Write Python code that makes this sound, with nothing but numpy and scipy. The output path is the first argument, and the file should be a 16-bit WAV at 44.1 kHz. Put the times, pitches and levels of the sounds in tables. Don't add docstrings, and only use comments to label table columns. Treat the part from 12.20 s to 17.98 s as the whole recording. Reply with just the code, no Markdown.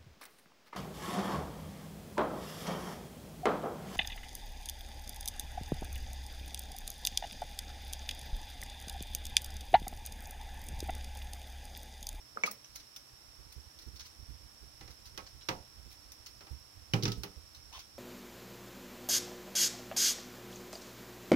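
import sys
import numpy as np
from scipy import signal
from scipy.fft import rfft, irfft
from scipy.io import wavfile
from scipy.ndimage import uniform_filter1d

SR = 44100
rng = np.random.default_rng(int(sys.argv[2]) if len(sys.argv) > 2 else 0)


def materialize(psi):
    bounded = np.clip(np.atleast_2d(psi).T, -1, 1)
    quanta = np.round(bounded * 32767).astype(np.int16)
    wavfile.write(sys.argv[1], SR, quanta)


N = 254898
T = np.arange(SR // 2) / SR

# f/Hz, level/dB
TICK_COLOUR = [(3000, -46), (6000, -15), (7500, -9.5), (11000, 0), (13000, -7), (15500, 2.5)]


def undb(db):
    return 10 ** (np.asarray(db) / 20)


def fade(t60):
    return np.exp(-np.log(1000) * T / t60)


def unit(x):
    return x / np.sqrt(np.mean(x ** 2))


def blow(x, db):
    full_energy = 2 * 0.03 * SR
    return x * undb(db) / np.sqrt(np.sum(x ** 2) / full_energy)


def pan(db):
    return unit(undb(np.array([[db], [-db]]) / 2))


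def colour(x, points):
    n = x.shape[-1]
    hz, db = np.transpose(points)
    log_bins = np.log(np.fft.rfftfreq(n, 1 / SR) + 1)
    gain = undb(np.interp(log_bins, np.log(hz), db))
    cepstrum = irfft(np.log(gain), n)
    cepstrum[1:n // 2] *= 2
    cepstrum[n // 2 + 1:] = 0
    return irfft(rfft(x) * np.exp(rfft(cepstrum)), n)


def band(x, lo_hz, hi_hz, order=2):
    return signal.sosfilt(signal.butter(order, [lo_hz, hi_hz], "band", fs=SR, output="sos"), x)


def add(out, s, x):
    i = int(s * SR)
    out[:, i:i + x.shape[1]] += x[:, :N - i]


def steps(spell, gap_s, db, scatter_db=2):
    late, strong = rng.random((32, 2)).T
    times = spell[0] + gap_s * (np.arange(len(late)) + late)
    end = min(spell[1], N / SR)
    return [(s, db + scatter_db * (2 * u - 1)) for s, u in zip(times, strong) if s < end]


def tank(x, direct_db=-7, near_t60=0.03, room_t60=0.1, room_db=-20):
    flurry = fade(near_t60) * (1 - fade(0.0015))
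    room = undb(room_db) * fade(room_t60)
    paths = blow(rng.standard_normal((2, len(T))) * (flurry + room), 0)
    straight = np.zeros_like(paths)
    straight[0, 10] = straight[1, 0] = 1
    return signal.fftconvolve(paths + blow(straight, direct_db), x, axes=1)[:, :len(T)]


def ring(modes, spread):
    out = 0
    for k, (hz, db, t60) in enumerate(modes):
        weight, detune, shift = rng.standard_normal(3)
        stereo_shift = spread * shift * np.array([[0.5], [-0.5]])
        phase = 2 * np.pi * hz * (1 + 0.0017 * detune) * T + stereo_shift
        sign = (-1) ** k
        out = out - sign * undb(db + 2 * weight) * fade(t60) * np.sin(phase)
    return out * (1 - fade(0.0067))


def murk(points, t60, apart_hz=900):
    mid, side = rng.standard_normal((2, len(T))) * fade(t60)
    side = signal.sosfilt(signal.butter(1, apart_hz, "high", fs=SR, output="sos"), side)
    return colour(np.array([mid + side, mid - side]), points)


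def background(hiss_db=-61, whine_db=-60, whine_hz=5430, width_hz=370, rumble_db=-60, hum_db=-73):
    # f/Hz, level/dB
    hiss_colour = [(25, -22), (60, -13), (120, -11), (200, 3), (300, -3), (500, -0.5), (1000, 0),
                   (2000, -3.5), (3500, -4), (4700, -2), (6000, -6.5), (7500, -7.5), (12000, -7.5),
                   (15500, -15)]
    hiss = unit(colour(rng.standard_normal((2, N)), hiss_colour)) * pan(-2.1)

    whine = band(rng.standard_normal((2, N)), whine_hz - width_hz / 2, whine_hz + width_hz / 2)
    whine = unit(whine) * pan(-10)

    swell = undb(4.55 * unit(band(rng.standard_normal(N), 1.0, 11.6, order=1)))
    stirring = np.interp(np.arange(N) / SR, [1.1, 1.5, 5.5, 5.78], undb([-6, 1, 1.5, -3.5]))
    rumble = unit(band(rng.standard_normal(N), 48.0, 83.4) * swell) * stirring * pan(-17.5)

    low_hum = band(rng.standard_normal(N), 113.0, 130.2)
    high_hum = undb(-8) * band(rng.standard_normal(N), 285, 331)
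    hum = unit(low_hum + high_hum) * pan(-0.5)
    return undb(hiss_db) * hiss + undb(whine_db) * whine + undb(rumble_db) * rumble + undb(hum_db) * hum


def jostling(paddle_gap_s=0.086, paddle_db=-57.5, length_s=0.014, sharp_db=-3, nudge_gap_s=0.22, nudge_db=-51):
    # start t/s, end t/s
    paddling_spells = [(1.52, 1.9), (2.69, 2.89)]
    # start t/s, end t/s
    nudging_spells = [(2.42, 3.2), (5.15, 5.45)]
    strokes = []
    for spell in paddling_spells:
        strokes += [(s, db, length_s, sharp_db) for s, db in steps(spell, paddle_gap_s, paddle_db)]
    nudges = []
    for spell in nudging_spells:
        nudges += steps(spell, nudge_gap_s, nudge_db)
    return claws(strokes) + bumps(nudges)


def bumps(pushes, bump_db=0, hz=64, t60=0.16, rub_db=-10):
    # f/Hz, level/dB
    rub_colour = [(25, -3), (50, -7), (130, 5.5), (200, -7.5), (330, -7), (450, -11), (700, -33)]
    out = np.zeros((2, N))
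    swell = 1 - fade(0.05)
    for s, db in pushes:
        bump_hz = hz * (1 + 0.068 * rng.standard_normal())
        boom = np.sin(2 * np.pi * bump_hz * T) * fade(t60) * swell
        rub = murk(rub_colour, t60=0.16) * swell
        both = blow(boom, -2.5) * pan(-29.0) + blow(rub, rub_db) * pan(-8.5)
        add(out, s, undb(db + bump_db) * both)
    return out


def claws(strokes, rasp_db=0, tick_db=0, catches_per_s=1500, scatter_db=4, pitch_db=-1, width_hz=900):
    # f/Hz, level/dB
    rasp_colour = [(150, -19), (600, -7.5), (1500, -0.5), (3000, -0.5), (4500, -2), (6000, 5), (7200, -8),
                   (10000, -35)]
    usual_hz, usual_length_s, pitch_fall = 4670, 0.011, 0.16
    out = np.zeros((2, N))
    for s, db, length, sharp in strokes:
        hz = usual_hz * (usual_length_s / length) ** pitch_fall
        caught = rng.random(len(T)) < catches_per_s / SR
        slips = caught * undb(scatter_db * rng.standard_normal(len(T)))
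        slips[0] = 1
        effort = (2.5 + T / length) * np.exp(-(T / length) ** 3)
        push = (slips * rng.choice([-1, 1], len(T)) * effort)[None]

        scratch = tank(push, near_t60=0.014, room_t60=0.17, room_db=-10)
        pitched = band(scratch, hz - width_hz / 2, hz + width_hz / 2, order=1)
        rasping = blow(colour(scratch, rasp_colour), 0) + blow(colour(pitched, rasp_colour), pitch_db)
        ticking = colour(tank(push, near_t60=0.014, room_t60=0.13, room_db=-10.5), TICK_COLOUR)
        stroke = blow(rasping, db + rasp_db) + blow(ticking, db + sharp + tick_db)
        add(out, s, stroke * pan(-2))
    return out


def squeak(start_s=5.516, length_s=0.076, low_hz=710, top_hz=1083, level_db=-53.5, swell_db=11,
           third_db=-9, flutter_db=4.5):
    progress = (np.arange(N) / SR - start_s) / length_s
    push = np.sin(np.pi * np.clip(progress, 0, 1))
    hz = low_hz + (top_hz - low_hz) * push
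    loud = undb(level_db + swell_db * (push - 1)) * (progress > 0) * (progress < 1)
    wobble = 0.06 * unit(uniform_filter1d(rng.standard_normal(N), size=50))
    grip = undb(flutter_db * unit(band(rng.standard_normal(N), 47, 220)))
    phase = 2 * np.pi * np.cumsum(hz * (1 + wobble)) / SR
    tone = np.sin(phase) + undb(third_db) * np.sin(3 * phase)
    return unit(grip * tone) * loud * pan(-4)


def taps(echo_db=-13, slap_db=-14, body_db=-11, soft_hz=3200, swell_s=0.0034):
    # t/s, f/Hz, level/dB of the bare tone, time to fall 60 dB/s, left minus right/dB
    tap_list = [(0.162, 474, -56, 0.05, 3), (0.1721, 1283, -41, 0.015, -3.5),
                (0.2361, 2268, -29, 0.037, -2), (0.2754, 1226, -41.5, 0.062, -2.5),
                (2.99, 1100, -52, .1, -4), (4.7354, 2960, -38, 0.019, 0)]
    # f/Hz, level/dB
    body_colour = [(120, -26), (190, 7.5), (320, -6), (520, 3.5), (750, -6), (1250, -5), (1700, -9),
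                   (2500, -1), (3500, -24)]
    out = np.zeros((2, N))
    impulse = signal.unit_impulse(len(T))[None]
    for s, hz, db, t60, side in tap_list:
        stereo_phase = np.array([[0], [1.8]])
        tone = np.sin(2 * np.pi * hz * T + stereo_phase) * fade(t60) * (1 - fade(swell_s))
        tone = band(tone, 190, soft_hz * np.sqrt(hz / 2000), order=4)
        echo = tank(tone, direct_db=-20, near_t60=0.11, room_t60=0.15, room_db=3)
        slap = band(tank(impulse, near_t60=0.012), hz * 0.37, hz * 1.03, order=4)
        stirred = band(murk(body_colour, t60=0.25), 190, hz * 1.3, order=3)
        tap = blow(tone, db) + blow(echo, db + echo_db)
        tap = tap + blow(slap, db + slap_db) + blow(stirred, db + body_db)
        add(out, s, tap * pan(side))
    return out


def knocks(boom_db=-1, wall_db=-3.0, hollow_db=-2, clack_db=-1, click_db=-3, tick_db=-3, thud_db=-6,
           murk_db=0, modes_db=-4, flex_s=0.0015, build_s=0.089):
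    # t/s of contact, strength/dB, weight behind it/dB, glance (0 square to 1 grazing),
    # sharpness of the edge/dB, left minus right/dB
    knock_list = [(2.609, -55, -4.5, 0.088, -9, -5.5), (2.676, -58, -10, 0.17, -10, -8),
                  (2.9749, -43, -30, 0.25, -7, -8), (3.2858, -35.5, -8, 0.0067, -10.5, -5),
                  (4.206, -58, -8, 0, -5, -4), (4.267, -60, -21, 0, -5, -1.5),
                  (4.7344, -35.5, 10.5, 0.07, -7.5, -6), (4.824, -42, 0, 1, -21, -8),
                  (4.8323, -35.5, 3.5, 1, -6.5, -2), (4.8526, -33.5, -5, 0.43, -20, -4),
                  (4.8782, -41, 8.5, 0.38, -9, -5), (4.9172, -40.5, -33, 1, -7, -2),
                  (5.0329, -42, -9.5, 0.29, -1.5, -5)]
    # f/Hz, level/dB, time to fall 60 dB/s
    boom_modes = [(114.7, 7.5, 0.26), (167, 5, 0.12), (193.3, -8, 0.386), (241, 2, 0.038)]
    wall_modes = [(292, -4, 0.35), (323, 15.5, 0.051), (400.8, 2.5, 0.21), (471.6, -1.5, 0.22)]
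    hollow_modes = [(524, -4.5, 0.25), (592, -10, 0.35), (722, -4, 0.33), (791, 7, 0.18), (880, 1.5, 0.24),
                    (950, -3, 0.24)]
    clack_modes = [(1136, -9, 0.18), (1163, 3.5, 0.11), (1290, 5.5, 0.21), (1380, -1, .14),
                   (1374, -9.5, 0.26), (1990, 3, 0.14), (2210, -32, 0.07), (2350, 3, 0.1),
                   (2800, -3, 0.025)]
    # f/Hz, level/dB
    thud_colour = [(120, 0), (190, 8.5), (300, -3), (420, 1), (500, -20), (620, -37), (1000, -34.5)]
    hollow_colour = [(330, -21.5), (520, 1.5), (650, -3.5), (850, -2), (1050, -4.5), (1400, -12),
                     (2200, -31.5)]
    click_colour = [(1500, -12), (3000, 12), (4400, 13.5), (5800, 15.5), (7000, 1), (10000, -21)]
    weight_share = 0.27
    hollow_glance_db, clack_glance_db = -28, -15.5
    out = np.zeros((2, N))
    impulse = signal.unit_impulse(len(T))[None]
    for s, db, weight, glance, sharp, side in knock_list:
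        boom, wall = db + weight, db + weight_share * weight
        hollow, clack = db + hollow_glance_db * glance, db + clack_glance_db * glance

        booming = blow(ring(boom_modes, 0.27), boom + boom_db)
        ringing = blow(ring(wall_modes, 0.63), 0) + blow(murk(thud_colour, t60=0.32), thud_db)
        build_up = 1 - fade(build_s * undb(weight / 2))
        ringing = blow(ringing * build_up, wall + wall_db)

        woody = blow(ring(hollow_modes, 3.47), 0) + blow(murk(hollow_colour, t60=0.28), murk_db)
        woody = blow(woody, hollow + hollow_db)

        slap = band(tank(impulse, near_t60=0.18, room_t60=0.13, room_db=12), 1190, 3030, order=4)
        clacking = blow(ring(clack_modes, 3.16), modes_db) + blow(slap, 0)
        clacking = blow(clacking, clack + clack_db)

        crack = tank(impulse, near_t60=0.032, room_t60=0.21, room_db=-10.5)
        snap = tank(impulse, direct_db=-8, near_t60=0.036, room_t60=0.22, room_db=-16)
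        click = blow(colour(crack, click_colour), db + click_db)
        tick = blow(colour(snap, TICK_COLOUR), db + sharp + tick_db)

        low = booming * pan(-6.5) + ringing * pan(-0.62)
        high = (woody + clacking + click + tick) * pan(side)
        add(out, s + flex_s, low + high)
    return out


def scene():
    # t/s, level/dB of the rasp, length/s, sharpness of the claw/dB
    claw_list = [(0.2355, -42, 0.0015, -17), (.259, -42.5, 0.012, -0.5), (0.311, -50, 0.0054, 8),
                 (0.444, -56, .003, -11), (0.5537, -48.5, 0.013, 0.5), (0.597, -56.5, 0.015, -6),
                 (0.762, -49, 0.0059, -2.5), (1.321, -58.5, 0.011, 2), (1.794, -48, .019, -8.5),
                 (1.848, -55.5, 0.024, -6), (3.065, -55, 0.011, -15), (3.209, -57, 0.023, -18),
                 (3.704, -59, 0.037, 1), (3.9194, -54.5, 0.0044, 2), (4.061, -50.5, 0.012, -3),
                 (5.347, -55, 0.019, -7), (5.526, -47, 0.082, -8.5), (5.592, -52, 0.0091, -5)]
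    # t/s, level/dB before the shares of boom and rub
    bump_list = [(1.189, -50.5), (1.248, -58), (1.362, -45.5), (1.663, -45.5), (1.73, -51), (1.987, -54),
                 (2.086, -45), (3.656, -49), (4.307, -41), (4.972, -40.5)]
    return background() + knocks() + taps() + claws(claw_list) + bumps(bump_list) + squeak() + jostling()


def record(dry):
    return signal.sosfilt(signal.ellip(10, 0.2, 70, 15900, fs=SR, output="sos"), dry)


dry = scene()
out = record(dry)
materialize(out)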